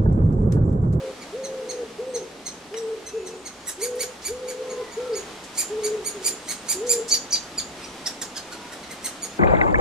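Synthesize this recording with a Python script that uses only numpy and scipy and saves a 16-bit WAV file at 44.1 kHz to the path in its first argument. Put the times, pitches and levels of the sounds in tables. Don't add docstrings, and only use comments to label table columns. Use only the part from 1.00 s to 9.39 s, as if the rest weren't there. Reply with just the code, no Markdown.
import sys
import numpy as np
from scipy import signal
from scipy.fft import rfft, irfft
from scipy.io import wavfile

SR = 44100
rng = np.random.default_rng(int(sys.argv[2]) if len(sys.argv) > 2 else 0)


def to_wav(sig):
    pcm = np.clip(np.atleast_2d(sig), -1, 1) * 32767
    pcm = np.round(pcm).astype(np.int16)
    wavfile.write(sys.argv[1], SR, pcm.T)


N = 369999
TIME = np.arange(N) / SR

# time_s, low_hush_db, leaf_hiss_db (both before trim)
HUSH_LEVELS = [(0, -46, -45.5), (1.5, -46.5, -48), (2.4, -50, -47.5), (3.5, -49, -46), (4.2, -46.5, -44),
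               (8.39, -45.5, -44)]
LOW_TRIM_DB, LEAF_TRIM_DB = 2.0, 1.0
# frequency_hz, relative_level_db
LOW_HUSH_COLOUR = [(20, -50), (90, -36), (125, -13.5), (160, -4), (210, -1), (260, 1.5), (400, -2),
                   (600, -4), (900, -7), (1200, -36), (2000, -100)]
# frequency_hz, relative_level_db
LEAF_COLOUR = [(350, -12), (600, -9.5), (669, -8.5), (736, -6.5), (1250, -5.5), (1560, -8.5), (3290, -11),
               (6580, -16), (8180, -18.5), (12600, -28.5), (14700, -54), (15500, -60)]
# frequency_hz, relative_level_db
RUMBLE_COLOUR = [(10, -45), (25, -34), (45, -19), (61, 10), (80, 0), (110, -1), (200, -22), (500, -100)]
RUMBLE_DB = -62
# middle_s, half_width_s, rise_db
RUMBLE_SWELLS = [(3.32, 0.055, 14), (6.65, 0.26, 9)]
# frequency_hz, correlation (0-1)
MICROPHONE_LIKENESS = [(30, 0.36), (80, 0.98), (200, 0.98), (500, 0.96), (1000, 0.82), (2000, 0.35),
                       (4000, 0.44), (8000, 0.12), (14000, 0.055)]

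# start_s, level_db, rise_and_decay_s, centre_hz
SHORT_BURSTS = [(1.31, -48, 0.0017, 401), (1.7408, -32.5, 0.001, 1080), (1.543, -46, 0.0012, 1500),
                (2.953, -49, .005, 9600), (3.215, -48, .007, 5000), (4.435, -47.5, .007, 7000),
                (5.863, -39.5, 0.0069, 6300), (6.078, -33, 0.013, 6470), (6.135, -35.5, 0.0076, 10500),
                (6.319, -39, 0.0097, 9100), (7.64, -53, 0.0072, 2500)]

# start_s, length_s, start_hz, end_hz, level_db
THIN_NOTES = [(1.03, 0.15, 8130, 8300, -56), (1.797, 0.074, 8250, 8100, -52), (1.95, 0.6, 6850, 7000, -56),
              (2.3, 0.19, 8150, 8200, -59), (2.5, .2, 6950, 6800, -59), (5.374, 0.23, 8450, 8550, -47),
              (6.77, .14, 8720, 8450, -52), (6.84, 0.013, 5900, 5650, -37), (6.972, 0.24, 8340, 7900, -55)]
# start_s, length_s, start_hz, end_hz, level_db
FAR_CALLS = [(1.85, 0.72, 2680, 2530, -58), (3.55, .45, 1092, 968, -46.5), (3.8, 0.38, 990, 840, -50.5),
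             (3.72, 0.27, 2170, 1805, -51), (3.9, 0.34, 1400, 1286, -47.5), (7.44, 0.34, 973, 960, -52),
             (7.48, 0.35, 1460, 1420, -55)]

# start_s, length_s, top_pitch_hz, time_to_scoop_s, sag (0-1), level_db (before trim), husky_tail_s
COOS = [(-0.16, 0.27, 532, 0.033, 0.1, -31.5, 0.012), (0.322, 0.51, 531.4, .028, 0.37, -32, 0.035),
        (0.983, 0.2, 524.5, 0.016, .45, -29.5, 0.085), (1.708, .24, 451.6, 0.018, 0.1, -34.5, 0.082),
        (2.129, 0.05, 455.5, 0.0046, .05, -30.5, 0.252), (2.775, 0.26, 498.7, 0.049, 0, -30.5, 0.02),
        (3.28, .53, 511, .028, 0.2, -32, 0.05), (3.962, .18, 513, 0.0183, 0.59, -28.5, 0.075),
        (4.696, 0.28, 430.4, .008, 0, -28.5, 0.069), (5.14, 0.033, 421, 0.0057, .1, -34, .2),
        (5.742, .275, 497.4, 0.073, 0.46, -29, 0.016)]
COO_TRIM_DB = 1.96
# pitch_hz, gain_db
CROP_GAIN = [(340, -11), (378, -8), (415, -3), (450, 2), (490, -2), (515, -4), (538, -5.5)]
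SLACK_HZ = 371.2
COO_SCOOP_S, COO_DROP_S = 0.012, 0.013
COO_SAG_POWER = 3.3
COO_ATTACK_S, COO_RELEASE_S, TAIL_FADE_DB_PER_S = 0.0093, 0.032, 20
COO_SWELL_DB = 0.5

# middle_s, length_s, pitch_hz, level_db (before trim), beak_resonance_hz, rasp (0-1)
SQUEAKS = [(0.224, .032, 2270, -45, 5890, 0.35), (0.449, 0.028, 2120, -33, 6050, 0.03),
           (0.704, 0.029, 2130, -28.5, 6090, 0.07), (1.154, 0.03, 2110, -29, 6260, 0),
           (1.471, 0.031, 2108, -29.5, 6200, 0.1), (1.776, 0.026, 1978, -33.5, 6280, 0),
           (2.077, 0.034, 2070, -34, 6520, 0), (2.272, 0.026, 2050, -33.5, 6640, 0),
           (2.467, 0.028, 2137, -34.5, 6580, 0.2), (2.683, 0.036, 1982, -29, 8600, 0.28),
           (2.833, 0.043, 2310, -27, 8680, 0.36), (3.014, 0.041, 2282, -28, 8190, 0.48),
           (3.263, 0.04, 2332, -28.5, 8150, 0.39), (3.494, 0.038, 2323, -34, 7750, 0.35),
           (3.711, .04, 2246, -39.5, 6550, 0.09), (3.932, 0.043, 2315, -45, 6920, 0.13),
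           (4.169, .041, 2302, -33.5, 7260, 0.22), (4.595, 0.042, 2418, -20.5, 8550, 0.31),
           (4.852, 0.037, 2308, -27, 7630, 0.26), (5.069, 0.046, 2300, -25.5, 8280, 0.11),
           (5.264, 0.041, 2414, -20, 8200, 0.29), (5.502, 0.044, 2220, -27.5, 7800, 0.42),
           (5.706, 0.043, 2404, -20.5, 8430, 0.31), (5.91, .044, 2434, -15.5, 8060, 0.1),
           (6.129, .044, 2331, -17, 5290, 0.07), (6.339, 0.039, 2357, -20, 4940, 0.07),
           (6.588, .024, 2320, -20, 5770, 0), (6.838, .03, 2570, -38, 4200, 0.28),
           (7.071, 0.02, 1912, -29, 5790, 0.51), (7.222, 0.017, 1790, -29, 6320, 0.4),
           (7.37, 0.028, 1665, -31, 5180, .35), (7.529, 0.028, 1463, -43, 5520, .6),
           (7.729, 0.021, 1940, -41, 6600, 0.55), (7.838, 0.019, 2100, -42.5, 4930, 0.35),
           (7.917, 0.033, 2105, -41.5, 7660, .55), (8.057, 0.031, 2143, -27.5, 8500, 0.45),
           (8.235, .034, 2300, -27.5, 7700, 0)]
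SQUEAK_TRIM_DB = -5.0
# start_s, length_s, start_hz, end_hz, level_db
SQUAWKS = [(4.122, .036, 4300, 5370, -37.5), (6.104, 0.035, 5700, 7120, -17),
           (6.132, 0.029, 6760, 4840, -20), (6.303, 0.018, 5940, 6600, -27),
           (6.32, 0.025, 5060, 7040, -15.5), (7.054, 0.027, 4600, 5860, -21.5)]
# frequency_hz, gain_db
THROAT_GAIN = [(3400, -1), (4500, 3), (5600, -2), (7200, 1.5), (8400, -1), (9600, .5), (12000, -1),
               (15000, -3)]
# delay_s, level_db
TRUNK_ECHOES = [(.009, -44), (0.022, -13.5), (.036, -14)]
BELOW_BEAK_DB_PER_OCT, ABOVE_BEAK_DB_PER_OCT = 17, 22.5
RASP_FLATTENS = 1
USUAL_SQUEAK_DB, FUNDAMENTAL_DB = -24, -42.5
FUNDAMENTAL_FOLLOWS, FUNDAMENTAL_RASP_DB = 0.44, 18
FULL_SQUEAK_S, GLIDE_PER_S = 0.043, 5.5
ARCH, ARCH_BEAK_HZ, ARCH_POWER, ARCH_RASP = 0.095, 7000, 1.6, 0.07
NEST_PAN_DB, NEST_LAG_S = -1.6, 0.000034

CUTOFF_HZ = 15400


def from_db(db):
    return 10 ** (np.asarray(db) / 20)


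def rms_one(x):
    return x / np.sqrt(np.mean(x ** 2) + 1e-20)


def in_time(rows, t=TIME):
    s, *columns = np.transpose(rows)
    return [np.interp(t, s, column) for column in columns]


def at_hz(points, hz):
    f, value = np.transpose(points)
    return np.interp(np.log(np.maximum(hz, 1)), np.log(f), value)


def add(track, s, sound):
    i = max(round(s * SR), 0)
    track[i:i + len(sound)] += sound[:N - i]


def wander(rate_hz, size):
    smooth = signal.butter(2, min(rate_hz, SR / 3), fs=SR)
    run_in = int(2 * SR / rate_hz)
    return rms_one(signal.lfilter(*smooth, rng.standard_normal(size + run_in))[-size:])


def resonance(x, hz, width_hz):
    return signal.lfilter(*signal.iirpeak(hz, hz / width_hz, fs=SR), x)


def wide_noise(spectrum):
    hz = np.fft.rfftfreq(N, 1 / SR)
    alike = np.clip(at_hz(MICROPHONE_LIKENESS, hz), -1, 1)
    mid, side = rfft(rng.standard_normal((2, N))) * from_db(at_hz(spectrum, hz))
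    mid = irfft(mid * np.sqrt(1 + alike), N)
    side = irfft(side * np.sqrt(1 - alike), N)
    return (mid + side * [[1], [-1]]) / np.std(mid)


def trees(x, wet_db, t60, width, top_hz, buildup_s):
    t = TIME[:SR]
    mid, side = rng.standard_normal((2, SR))
    envelope = from_db(-60 * t / t60) * (1 - np.exp(-(t / buildup_s) ** 2))
    tail = (mid + width * side * [[1], [-1]]) * envelope
    tail /= np.sqrt(np.sum(tail ** 2) / 2)
    low_pass = signal.butter(2, min(top_hz, SR * 0.45), fs=SR, output="sos")
    tail = signal.sosfilt(low_pass, tail)
    return from_db(wet_db) * signal.fftconvolve(np.atleast_2d(x), tail, axes=1)[:, :N]


def glides(notes, waver, waver_hz):
    voice = np.zeros(N)
    for s, length, start_hz, end_hz, level_db in notes:
        n = int(length * SR)
        hz = np.linspace(start_hz, end_hz, n) * (1 + waver * wander(waver_hz, n))
        tone = np.sin(2 * np.pi * np.cumsum(hz) / SR)
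        add(voice, s, from_db(level_db) * np.hanning(n) * tone)
    return voice


def garden():
    low_db, leaf_db = in_time(HUSH_LEVELS)
    swell_db = sum(rise_db * np.exp(-((TIME - s) / width) ** 2) for s, width, rise_db in RUMBLE_SWELLS)
    low_db = low_db + LOW_TRIM_DB + 0.55 * wander(6.1, N)
    leaf_db = leaf_db + LEAF_TRIM_DB + 0.5 * wander(3.24, N)
    rumble = from_db(RUMBLE_DB + swell_db) * wide_noise(RUMBLE_COLOUR)
    low = from_db(low_db) * wide_noise(LOW_HUSH_COLOUR)
    leaves = from_db(leaf_db) * wide_noise(LEAF_COLOUR)
    return rumble + low + leaves


def short_bursts():
    bursts = np.zeros(N)
    for s, level_db, decay, hz in SHORT_BURSTS:
        age = TIME[:SR // 4] / decay
        width_hz = 2500 + 0.21 * hz
        band = resonance(rng.standard_normal(len(age)), hz, width_hz)
        burst = rms_one(resonance(band, hz, width_hz))
        add(bursts, s, from_db(level_db) * age * np.exp(1 - age) * burst)
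    return bursts + trees(bursts, wet_db=4.5, t60=0.12, width=0.95, top_hz=12000, buildup_s=0.00092)


def far_birds():
    thin = glides(THIN_NOTES, waver=0.0122, waver_hz=200)
    voice = thin + glides(FAR_CALLS, waver=0.015, waver_hz=121)
    return voice + trees(voice, wet_db=0.5, t60=0.36, width=0.38, top_hz=12700, buildup_s=0.009)


def coo_shape(age, length, top_hz, scoop_s, sag, tail_s):
    over = np.maximum(age - length, 0)
    progress = np.minimum(age / length, 1)
    scoop = 1 / (1 + np.exp((scoop_s - age) / COO_SCOOP_S))
    lift = scoop * (1 - sag * progress ** COO_SAG_POWER) * np.exp(-over / COO_DROP_S)
    hz = SLACK_HZ + (top_hz - SLACK_HZ) * lift
    level_db = at_hz(CROP_GAIN, hz) + COO_SWELL_DB * (progress - 0.5) - TAIL_FADE_DB_PER_S * over
    fade = np.minimum(age / COO_ATTACK_S, (length + tail_s - age) / COO_RELEASE_S)
    return hz, level_db, np.clip(fade, 0, 1)


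def pigeon(flutter=0.071, waver=0.0037, quaver=0.012, unsteady_db=0.26,
           husk_share=0.63, husk_growth=1.7, husk_clears=0.83):
    voice = np.zeros(N)
    throat = rms_one(resonance(resonance(rng.standard_normal(N), 441, 68), 441, 68))
    for s, length, top_hz, scoop_s, sag, coo_db, tail_s in COOS:
        t = np.arange(max(s, 0), s + length + tail_s, 1 / SR)
        n = len(t)
        hz, shape_db, fade = coo_shape(t - s, length, top_hz, scoop_s, sag, tail_s)
        level_db = coo_db + shape_db + unsteady_db * wander(20, n)
        unsteady_hz = hz * (1 + waver * wander(62, n) + quaver * wander(13.25, n))
        phase = 2 * np.pi * np.cumsum(unsteady_hz) / SR
        hoot = np.sqrt(2) * (1 + flutter * wander(49.7, n)) * np.sin(phase)
        husk = husk_share * np.linspace(0.2, husk_growth, n) * from_db(-husk_clears * (level_db + 39.0))
        husk = np.clip(husk, 0, 0.85)
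        sound = np.sqrt(1 - husk ** 2) * hoot + husk * throat[(t * SR).astype(int)]
        add(voice, t[0], from_db(level_db + COO_TRIM_DB) * sound * fade)
    direct = voice * from_db([[0.3], [-0.3]])
    return direct + trees(voice, wet_db=-9.0, t60=0.74, width=0.31, top_hz=2000, buildup_s=0.0053)


def harmonic_levels(pitch, level_db, beak_hz, rasp):
    hz = pitch * np.arange(2, 9)
    octaves = np.log2(hz / beak_hz)
    fall_db = np.maximum(-BELOW_BEAK_DB_PER_OCT * octaves, ABOVE_BEAK_DB_PER_OCT * octaves)
    first_db = FUNDAMENTAL_DB + FUNDAMENTAL_FOLLOWS * (level_db - USUAL_SQUEAK_DB)
    first_db += FUNDAMENTAL_RASP_DB * rasp
    return [first_db, *(level_db + at_hz(THROAT_GAIN, hz) - fall_db * (1 - RASP_FLATTENS * rasp))]


def squeak(length, pitch, glide, arch, levels, rasp, drop=0.1544, lock_in=1.1, lock_spread=0.13,
           jitter=0.106, smear_db=-8, throb=0.31, break_up=0.17, scratch_db=-13, lead_in=0.25):
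    u = np.arange(-1.5 * length, 1.5 * length, 1 / SR) / (length / 2)
    n = len(u)
    collapse = np.clip((u - 0.45) / 0.93, 0, 1) ** 2
    rough = rasp * (0.28 + 1.06 * np.clip(-u, 0, 1)) + break_up * collapse
    hz = pitch * (1 + glide * np.clip(u, -1, 1) - arch * np.minimum(u * u, 1.2) - drop * collapse)
    hz = hz * (1 + jitter * rough * wander(1100, n) + 0.0081 * wander(135.4, n))
    phase = 2 * np.pi * np.cumsum(hz) / SR
    scratch_shape = np.exp(-(2 * u - 1.4) ** 2) + lead_in * np.exp(-(u + 1.17) ** 2)
    scratch = from_db(scratch_db) * np.sqrt(rasp + 0.011) * scratch_shape
    locked = 1 / (1 + np.exp(-(u + lock_in) / lock_spread))
    out = np.zeros(n)
    for k, gain in enumerate(from_db(levels), 1):
        smear = from_db(smear_db) * np.sqrt(rough) * (wander(708, n) + 1j * wander(759, n))
        bell = np.exp(-(u * (1.25 - 0.5 / k ** 2)) ** 2)
        swell = rms_one(locked * bell) * np.sqrt(2 / 3)
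        spread = 2 * np.pi * scratch * wander(1445, n)
        harmonic = np.real((swell * (1 + smear) + spread) * np.exp(1j * k * phase))
        out += gain * harmonic * (k * hz < SR / 2)
    return out * (1 + throb * wander(206, n))


def chick():
    voice, echoes = np.zeros(N), np.zeros(N)
    for s, length, pitch, level_db, beak_hz, rasp in SQUEAKS:
        glide = GLIDE_PER_S * (length - FULL_SQUEAK_S)
        arch = ARCH * (beak_hz / ARCH_BEAK_HZ) ** ARCH_POWER + ARCH_RASP * rasp
        levels = harmonic_levels(pitch, level_db, beak_hz, rasp)
        note = squeak(length, pitch, glide, arch, levels, np.clip(rasp, 0, 1))
        note = from_db(SQUEAK_TRIM_DB) * note
        start = s - len(note) / SR / 2
        add(voice, start, note)
        for delay, db in TRUNK_ECHOES:
            add(echoes, start + delay + rng.normal(0, 0.00061), from_db(db) * note)
    voice = voice + glides(SQUAWKS, waver=0.054, waver_hz=756)
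    heard = voice + echoes
    direct = np.array([np.interp(TIME - NEST_LAG_S, TIME, heard), heard])
    near = trees(voice, wet_db=-2, t60=0.14, width=0.88, top_hz=13400, buildup_s=0.002)
    far = trees(resonance(direct, 7050, 2100), wet_db=-9, t60=0.25, width=0.9, top_hz=13000, buildup_s=0.057)
    return (direct + near + far) * from_db(NEST_PAN_DB * np.array([[0.5], [-0.5]]))


def scene():
    return garden() + short_bursts() + far_birds() + pigeon() + chick()


def record(dry):
    return signal.sosfilt(signal.ellip(10, 0.2, 80, CUTOFF_HZ, fs=SR, output="sos"), dry)


dry = scene()
out = record(dry)
to_wav(out)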